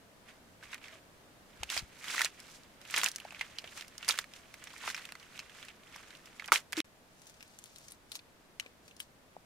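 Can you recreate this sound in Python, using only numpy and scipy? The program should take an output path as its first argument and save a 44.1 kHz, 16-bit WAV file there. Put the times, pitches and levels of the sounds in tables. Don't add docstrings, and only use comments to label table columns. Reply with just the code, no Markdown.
import sys
import numpy as np
from scipy import signal
from scipy.fft import rfft, irfft, next_fast_len
from scipy.io import wavfile
from scipy.ndimage import uniform_filter1d, map_coordinates

SR = 44100
rng = np.random.default_rng(int(sys.argv[2]) if len(sys.argv) > 2 else 0)


def master(y):
    cut = np.clip(np.atleast_2d(y).T, -1, 1)
    pcm = np.round(cut * 32767)
    wavfile.write(sys.argv[1], SR, pcm.astype(np.int16))


def natural_amplitude(level_db):
    exponent = np.asarray(level_db, float) / 20
    return 10 ** exponent


N = 416744


def unit(x):
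    return x / np.sqrt(np.mean(x ** 2) + 1e-20)


def along(points, hz):
    f, v = np.transpose(points)
    return np.interp(np.log(hz + 1), np.log(f + 1), v)


def curve(rows):
    s, value = np.transpose(rows)
    return np.interp(np.arange(N) / SR, s, value)


def wobble(rate):
    knots = rng.standard_normal(int(N * rate / SR) + 4)
    return map_coordinates(knots, [np.arange(N) * rate / SR])


def filtered(x, response):
    n = x.shape[-1]
    m = next_fast_len(n + 2048)
    return irfft(rfft(x, m) * response(np.fft.rfftfreq(m, 1 / SR)), m)[..., :n]


def to_ports(pair, alike):
    turn = lambda hz: np.arccos(np.clip(along(alike, hz), -1, 1)) / 2
    mid = filtered(pair[0], lambda hz: np.cos(turn(hz)))
    side = filtered(pair[1], lambda hz: np.sin(turn(hz)))
    return np.array([mid + side, mid - side])


def placed(shapes, starts):
    at = (starts[:, None] + np.arange(shapes.shape[-1])).ravel()
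    return np.array([np.bincount(at, port.ravel(), N + SR)[:N] for port in shapes])


# start_s, level_db
YARD_LEVEL = [
    [(0, -60), (1.4, -59.5), (6.7, -60.5)],
    [(6.86, -61.5), (9.45, -62)],
]
# freq_hz, density_db (per Hz)
YARD_SPECTRUM = [(12, -10), (20, -10), (218, -6.5), (404, -10.5), (521, -10), (652, -9.5), (772, -13),
                 (1690, -15.5), (2120, -18), (5670, -24.5), (9410, -27.5), (15200, -32), (16500, -37)]
# freq_hz, likeness (0 to 1)
YARD_LIKENESS = [(60, 0.76), (300, 0.7), (700, 0.52), (1400, 0.016), (15000, 0.046)]


def yard():
    pair = filtered(rng.standard_normal((2, N)), lambda hz: natural_amplitude(along(YARD_SPECTRUM, hz)))
    level_db = curve(np.vstack(YARD_LEVEL)) + 0.21 * wobble(3.0)
    return natural_amplitude(level_db) * unit(to_ports(pair, YARD_LIKENESS))


# middle_s, peak_db, pitch_hz, length_s
LEAF_PUFFS = [
    (1.611, -44, 70, 0.012),
    (1.646, -56, 61, 0.051),
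    (1.776, -50, 68.6, 0.02),
    (1.826, -40, 111, 0.0049),
    (1.833, -45.5, 64.5, 0.028),
]


def puffs():
    t = np.arange(N) / SR
    bumps = np.zeros(N)
    for middle, db, hz, length in LEAF_PUFFS:
        bell = np.exp(-((t - middle) / length * 2) ** 2)
        bumps += natural_amplitude(db) * np.cos(2 * np.pi * hz * (t - middle)) * bell
    return bumps * natural_amplitude([[3], [-4]])


# middle_s, pitch_hz, level_db, length_s
LEAF_SQUEAK = (.94, 650, -57, .05)


def squeak():
    middle, hz, db, length = LEAF_SQUEAK
    t = np.arange(N) / SR - middle
    level = natural_amplitude(db + 4.5 * wobble(71)) * np.exp(-(2 * t / length) ** 4)
    return level * np.sin(2 * np.pi * hz * t)


# start_s, peak_db, pitch_hz
EAR_KNOCKS = [(1.631, -32, 830), (1.766, -33, 746), (2.246, -35.5, 655), (2.961, -39, 970),
              (3.251, -37, 755), (3.324, -43.5, 740), (3.642, -39, 651), (4.095, -50, 1010),
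              (4.839, -39, 940), (8.66, -44, 503), (8.879, -53, 571), (9.366, -35.5, 730)]


def knocks():
    s, db, hz = (c[:, None] for c in np.transpose(EAR_KNOCKS))
    t = np.arange(900) / SR
    decay_db = -60 * t / 0.012
    ring = natural_amplitude(db + 3.5 + decay_db) * np.sin(2 * np.pi * hz * t)
    return placed(np.array([ring, ring]), np.round(s[:, 0] * SR).astype(int))


# start_s, pitch_hz, level_db, second_partial_db, rise_s
STALK_HUM = (6.774, 330, -31.5, -30, .003)


def stalk():
    start, hz, db, second_db, rise = STALK_HUM
    sag_hz_per_s, length_s = 900, .031
    t = np.arange(N) / SR - start
    sounding = np.clip(t / rise, 0, 1) * (t < length_s)
    phase = 2 * np.pi * (hz - sag_hz_per_s * t / 2) * t
    hum = natural_amplitude(db) * sounding * (np.sin(phase) + natural_amplitude(second_db) * np.sin(2 * phase))
    return hum * natural_amplitude([[.8], [-.8]])


def strokes(rows):
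    swell_db = 20
    rounded = 1.106
    t = np.arange(0, N, 64) / SR
    s, held, db, rise, fall = (c[:, None] for c in np.transpose(rows))
    below = np.maximum(s - t, 0) / rise + np.maximum(t - s - held, 0) / fall
    power = np.sum(natural_amplitude(db - swell_db * below ** rounded) ** 2, axis=0)
    return np.interp(np.arange(N) / SR, t, 10 * np.log10(power + 1e-14))


def unheld(rows):
    return strokes([(s, 0, db, rise, fall) for s, db, rise, fall in rows])


def grains(count, centre_hz, spread, cycles, size_db, lag_s, pan_db, spectrum):
    u, g = rng.random((count, 2)), rng.standard_normal((count, 3))
    port = np.array([.5, -.5])[:, None, None]
    hz = np.clip(centre_hz * np.exp(spread * g[:, :1]), 400, 15000)
    size = natural_amplitude(-size_db * np.log(u[:, 1:]) + port * pan_db * g[:, 2:])
    t = np.maximum(np.arange(64) / SR - .00015 - port * lag_s * g[:, 1:2], 0)
    rings = size * np.sin(2 * np.pi * hz * t) * np.exp(-t * hz / cycles)
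    slips = placed(rings, (u[:, 0] * N).astype(int))
    return unit(filtered(slips, lambda f: natural_amplitude(along(spectrum, f))))


# peak_s, level_db, rise_s, fall_s
LEAF_BRUSHES = [
    (.289, -51.5, 0.04, 0.097),
    (.639, -47.5, 0.029, 0.066),
    (.733, -41, .06, 0.05),
    (.858, -45.5, 0.058, 0.066),
    (.94, -47.5, 0.088, 0.063),
    (8.61, -52.5, .013, 0.13),
]
# peak_s, level_db, rise_s, fall_s
TIP_STIRS = [
    (2.57, -56, 0.2, 0.024),
    (3.77, -50.5, 0.076, 0.07),
    (4.358, -59.5, 0.033, 0.052),
    (7.28, -60.5, .2, 0.11),
    (7.653, -72, 0.11, .5),
    (7.917, -58, .8, .065),
    (8.161, -45, 0.058, 0.027),
    (8.875, -61, 0.052, .08),
    (9.01, -50.5, .03, 0.045),
]
# peak_s, level_db, rise_s, fall_s
LEAF_SQUEEZES = [(2.4, -56.5, 0.092, 0.088), (6.11, -52.5, 0.11, .18), (6.28, -56, .1, 0.091),
                 (5.1, -56.5, .1, 0.12), (1.69, -51, 0.22, .1), (1.83, -59.5, 0.11, .5),
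                 (2.499, -56.5, 0.45, .43), (2.913, -44, 0.11, 0.18), (3.15, -56, 0.13, 0.64),
                 (3.412, -52, .47, .9), (3.775, -48, .07, 0.12), (4.07, -48, 0.21, .1),
                 (4.35, -54.5, .12, .2), (4.679, -52, 0.41, .36), (4.99, -45.5, .15, .16),
                 (5.225, -54, .12, .09), (5.37, -49, .17, .19), (5.61, -49, .22, .14),
                 (5.685, -50, .06, .07), (5.96, -50, .18, 0.24), (6.48, -53.5, .4, 0.055),
                 (6.75, -51, 0.027, .1), (7.423, -65.5, .3, .3)]
# top_s, held_s, level_db, rise_s
HUSK_TEARS = [
    (1.702, 0.076, -36.5, .005),
    (2.1, .15, -37.5, 0.12),
    (2.976, 0.009, -30.5, 0.035),
    (3.044, 0.022, -35, 0.041),
    (4.092, 0.011, -31, 0.011),
    (4.12, 0.093, -49.5, 0.045),
    (4.889, 0.0078, -38, 0.11),
    (6.524, 0.028, -28, 0.0037),
    (6.778, 0.0015, -35, 0.015),
]
# freq_hz, density_db (per Hz)
LEAF_SPECTRUM = [(300, -8), (700, -11), (1200, -3.5), (2200, 1), (3500, 0.5), (6000, -8.5), (16000, -37)]
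# freq_hz, density_db (per Hz)
FIBRE_SPECTRUM = [(1500, -10.5), (3500, -2), (6500, 4), (9000, 2.5), (12000, 0.5), (16000, -4)]


def rustle():
    let_go_s = 0.044
    tear = natural_amplitude(strokes([(*row, let_go_s) for row in HUSK_TEARS]))
    squeeze, brush, stir = (natural_amplitude(unheld(rows)) for rows in (LEAF_SQUEEZES, LEAF_BRUSHES, TIP_STIRS))
    body = grains(count=22000, centre_hz=2020, spread=0.54, cycles=3.4, size_db=1.5, lag_s=5e-5,
                  pan_db=5.0, spectrum=LEAF_SPECTRUM)
    fizz = grains(count=36000, centre_hz=5380, spread=0.69, cycles=0.6, size_db=0.5, lag_s=4e-5,
                  pan_db=4.5, spectrum=FIBRE_SPECTRUM)
    clump = wobble(50)
    lumps = natural_amplitude(0.61 * clump + 4.1 * wobble(90))
    specks = natural_amplitude(1.3 * clump + 3.1 * wobble(93))
    tear_clumpy, loose_clumpy = .35, .6
    loose_body = squeeze + brush + natural_amplitude(-33) * stir
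    loose_fizz = natural_amplitude(-6.5) * squeeze + natural_amplitude(-10) * brush + stir
    body *= natural_amplitude(-5.0) * (lumps ** tear_clumpy * tear + lumps ** loose_clumpy * loose_body)
    fizz *= natural_amplitude(-2.0) * (specks ** tear_clumpy * natural_amplitude(-2.5) * tear + specks ** loose_clumpy * loose_fizz)
    return body + fizz


def mode(f, hz, width):
    return 1j * f * width * hz / (hz * hz - f * f + 1j * f * width * hz)


def kind(rows, crack_db):
    return [(*row, crack_db) for row in rows]


# freq_hz, likeness (0 to 1)
SNAP_LIKENESS = [(500, 0.96), (1500, 1), (3000, 0.48), (7000, 0.46), (15000, 0.16)]


def snaps(rows, ring_db, crack_db, width, tail_db, t60, extra_db):
    s, db, hz, bright_db = (c[:, None] for c in np.transpose(rows))
    t = np.arange(1300) / SR
    noise = rng.standard_normal((len(rows), 3, len(t))).transpose(1, 0, 2)
    ragged = natural_amplitude(20 * uniform_filter1d(noise[2], size=30))
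    blow = noise[:2] * (natural_amplitude(-3.5 - 60 * t / 0.0074) + natural_amplitude(tail_db - 60 * t / t60) * ragged)
    blow[0, :, 0] = 6 * np.sign(noise[0, :, 0])
    detune = np.exp(0.24 + 0.37 * rng.standard_normal((len(rows), 3)))
    other_hz = np.clip(hz * detune, 600, 9000).T[..., None]

    def response(f):
        soft = 1 / (1 + 1j * f / (2.1 * hz))
        others = sum(mode(f, o, 0.13) for o in other_hz)
        ring = soft * (mode(f, hz, width) + natural_amplitude(extra_db) * others)
        edge = (1j * f / 1800 / (1 + 1j * f / 1800) / (1 + 1j * f / 7000)) ** 2
        return natural_amplitude(ring_db) * ring + natural_amplitude(crack_db + bright_db) * edge

    sound = to_ports(filtered(blow, response), SNAP_LIKENESS)
    lag_s = 1.8e-5 * noise[2, :, :1] * np.array([.5, -.5])[:, None, None]
    sound = filtered(sound, lambda f: np.exp(2j * np.pi * f * lag_s))
    sound /= np.abs(sound).max((0, 2), keepdims=True)
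    return placed(natural_amplitude(db) * sound, np.round(s[:, 0] * SR).astype(int))


# start_s, peak_db, pitch_hz
DRY_TICKS = [(7.196, -50, 5660), (7.218, -44.5, 6310), (7.257, -50, 5920), (7.269, -40, 5880),
             (7.297, -44, 4300), (7.427, -38, 2600), (7.479, -51, 6640), (7.588, -35.5, 6960),
             (7.64, -33.5, 6960), (7.658, -42, 3900), (7.76, -39, 4030), (7.784, -39.5, 6700),
             (7.797, -47, 9390), (7.851, -56, 5320), (7.883, -36.5, 6100), (7.909, -41, 8300),
             (7.92, -36, 9400), (8.118, -28.5, 4250), (8.129, -42, 4310), (8.154, -26, 4300),
             (8.88, -43, 2690), (8.966, -44, 5210), (8.996, -44, 7690), (9.002, -26, 3070),
             (9.02, -46, 7320)]
# start_s, peak_db, pitch_hz
DULL_POPS = [
    (7.407, -42, 2670),
    (8.192, -40.5, 2600),
    (8.598, -22, 2880),
    (8.662, -40.5, 2390),
    (8.911, -47, 2710),
    (9.366, -45, 760),
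]


def far_fibres():
    rows = kind(DRY_TICKS, 8) + kind(DULL_POPS, -36)
    return natural_amplitude(2.5) * snaps(rows, ring_db=2.5, crack_db=-8, width=0.13, tail_db=-1.5, t60=0.034, extra_db=-9.5)


# start_s, peak_db, pitch_hz
VEIN_POPS = [(.627, -41, 1570), (.841, -38, 2420), (.882, -36, 2230), (1.692, -33, 2720),
             (1.776, -19.5, 3010), (2.18, -19, 1880), (2.259, -22.5, 1900), (2.941, -16, 2060),
             (2.963, -17, 3470), (3.252, -38.5, 835), (3.347, -34, 2380), (3.394, -31, 3100),
             (3.411, -19, 2090), (3.585, -22.5, 2920), (3.642, -32, 2310), (3.675, -35, 2830),
             (4.028, -31, 2400), (4.108, -16, 3660), (4.672, -32.5, 2350), (4.76, -35.5, 1930),
             (4.876, -20.5, 1380), (4.946, -23.5, 2480), (4.977, -30, 2210), (5.392, -27, 2710),
             (5.628, -33.5, 2130), (5.684, -33.5, 2540), (6.106, -38, 2260), (6.397, -30, 2300),
             (6.443, -32, 2100), (6.483, -30, 1260)]


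def popping_veins():
    rows = kind(VEIN_POPS, -52)
    return snaps(rows, ring_db=16, crack_db=12.5, width=0.23, tail_db=-5, t60=0.057, extra_db=-8.0)


# start_s, peak_db, pitch_hz
EDGE_CRACKS = [(.744, -27, 2400), (1.744, -26, 3900), (1.766, -25, 2230), (1.792, -23.5, 4330),
               (2.043, -30, 2080), (2.165, -37, 1680), (2.193, -19, 2300), (2.217, -12, 2030),
               (2.254, -19, 5400), (2.892, -46, 2070), (2.909, -29, 7550), (3.034, -10, 1780),
               (3.077, -25, 1650), (3.086, -20.5, 5360), (3.15, -37, 5900), (3.16, -20.5, 5960),
               (3.183, -34, 1890), (3.81, -26, 3340), (3.881, -38, 5000), (3.98, -28, 5500),
               (4.081, -17, 2270), (4.123, -27, 5860), (4.157, -29, 2070), (4.177, -26, 2090),
               (4.188, -12.5, 2010), (4.197, -31, 2130), (4.541, -33, 2280), (4.64, -30, 6330),
               (4.965, -29.5, 4090), (5.053, -30, 3200)]


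def cracking_edges():
    rows = kind(EDGE_CRACKS, 2)
    return snaps(rows, ring_db=15.5, crack_db=7.5, width=0.28, tail_db=-4.5, t60=0.034, extra_db=-13.0)


def strays(count):
    squeeze_db = unheld(LEAF_SQUEEZES)
    share = np.cumsum(natural_amplitude(squeeze_db))
    u, g = rng.random(count), rng.standard_normal((count, 3))
    at = np.searchsorted(share, share[-1] * (np.arange(count) + u) / count).clip(0, N - 1)
    peak_db = squeeze_db[at] + 13.5 + 3.1 * g[:, 0]
    pitch_hz = 2300 * np.exp(.45 * g[:, 1])
    return np.c_[at / SR, peak_db, pitch_hz, -4 + 6.1 * g[:, 2]]


# start_s, peak_db, pitch_hz
FIBRE_SNAPS = [(.722, -43, 2470), (1.633, -20.5, 2700), (1.701, -21, 2724), (2.082, -27, 3260),
               (2.146, -25.5, 1240), (2.208, -17, 1480), (2.247, -11.5, 4300), (2.395, -37.5, 2120),
               (2.402, -33.5, 5350), (2.815, -36.5, 2420), (2.977, -14, 2100), (2.981, -16.5, 6300),
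               (3.015, -19, 3060), (3.043, -11.5, 6600), (3.061, -12.5, 2800), (3.116, -27.5, 5630),
               (3.201, -31.5, 2950), (3.307, -36, 2570), (3.692, -41, 3230), (3.823, -30.5, 2420),
               (4.047, -30.5, 3900), (4.088, -10, 5100), (4.097, -15, 1610), (4.242, -34, 1980),
               (4.337, -34.5, 2930), (4.901, -25, 1770), (5.09, -33, 2220), (5.122, -30, 1690),
               (5.153, -35, 1520), (6.258, -35.5, 5460),
               (0.78, -40.5, 2450), (2.634, -45, 4130), (3.324, -35.5, 835), (3.775, -33, 6460),
               (4.141, -32, 1640), (4.363, -37.5, 2950), (4.704, -42, 2280), (4.738, -39, 1120),
               (4.78, -37, 6250), (4.994, -35.5, 1740), (5.229, -42, 2700), (5.835, -44.5, 2760),
               (5.962, -37, 5500), (6.151, -36, 3050), (6.17, -43, 5360), (6.273, -41, 1640)]
# start_s, peak_db, pitch_hz, crack_share_db
STALK_BREAK = [(6.422, -35.5, 1450, -23), (6.459, -31, 6250, 11), (6.478, -33.5, 5000, -25),
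               (6.52, -4.5, 1350, -6), (6.526, -8, 1080, -1), (6.54, -11, 6000, 4), (6.549, -21, 2460, -21),
               (6.558, -14.5, 2350, -22), (6.576, -28, 2730, -3), (6.724, -24.5, 1910, 4),
               (6.73, -18.5, 2130, 2), (6.769, -22.5, 4080, -8), (6.791, -27, 560, 9),
               (6.803, -16.5, 2980, -4)]


def near_fibres():
    rows = np.vstack([kind(FIBRE_SNAPS, -4), STALK_BREAK, strays(count=24)])
    return snaps(rows, ring_db=20, crack_db=9.5, width=0.2, tail_db=-5.5, t60=0.033, extra_db=-8.5)


# freq_hz, difference_db
NEAR_TILT = [(300, .5), (1000, -0.5), (2500, -5), (5000, -1.3), (12000, -1)]


def scene():
    work = rustle() + knocks() + squeak()
    work += far_fibres() + popping_veins() + cracking_edges() + near_fibres()
    work = filtered(work, lambda hz: (1j * hz / 250 / (1 + 1j * hz / 250)) ** 2)
    late = np.arange(N) > 6.83 * SR
    near = filtered(work * ~late, lambda hz: natural_amplitude(np.outer([.5, -.5], along(NEAR_TILT, hz))))
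    far = work * late * natural_amplitude([[1.4], [-1.4]])
    far[1] = np.roll(far[1], shift=9)
    return yard() + puffs() + stalk() + far + near


def band_limit(x):
    return signal.sosfilt(signal.butter(12, 16830, fs=SR, output="sos"), x)


# start_s, level_db
SCENE_CHANGE = [
    (0, 0),
    (6.8045, 0),
    (6.806, -22),
    (6.816, -6),
    (6.818, -40),
    (6.826, -60),
    (6.843, -60),
    (6.845, 0),
    (9.45, 0),
]


def record(dry):
    top_hz = 15750
    heard = filtered(dry, lambda hz: 1 / (1 + (hz / top_hz) ** 60))
    mix = heard * natural_amplitude(curve(SCENE_CHANGE))
    return band_limit(mix)


dry = scene()
out = record(dry)
master(out)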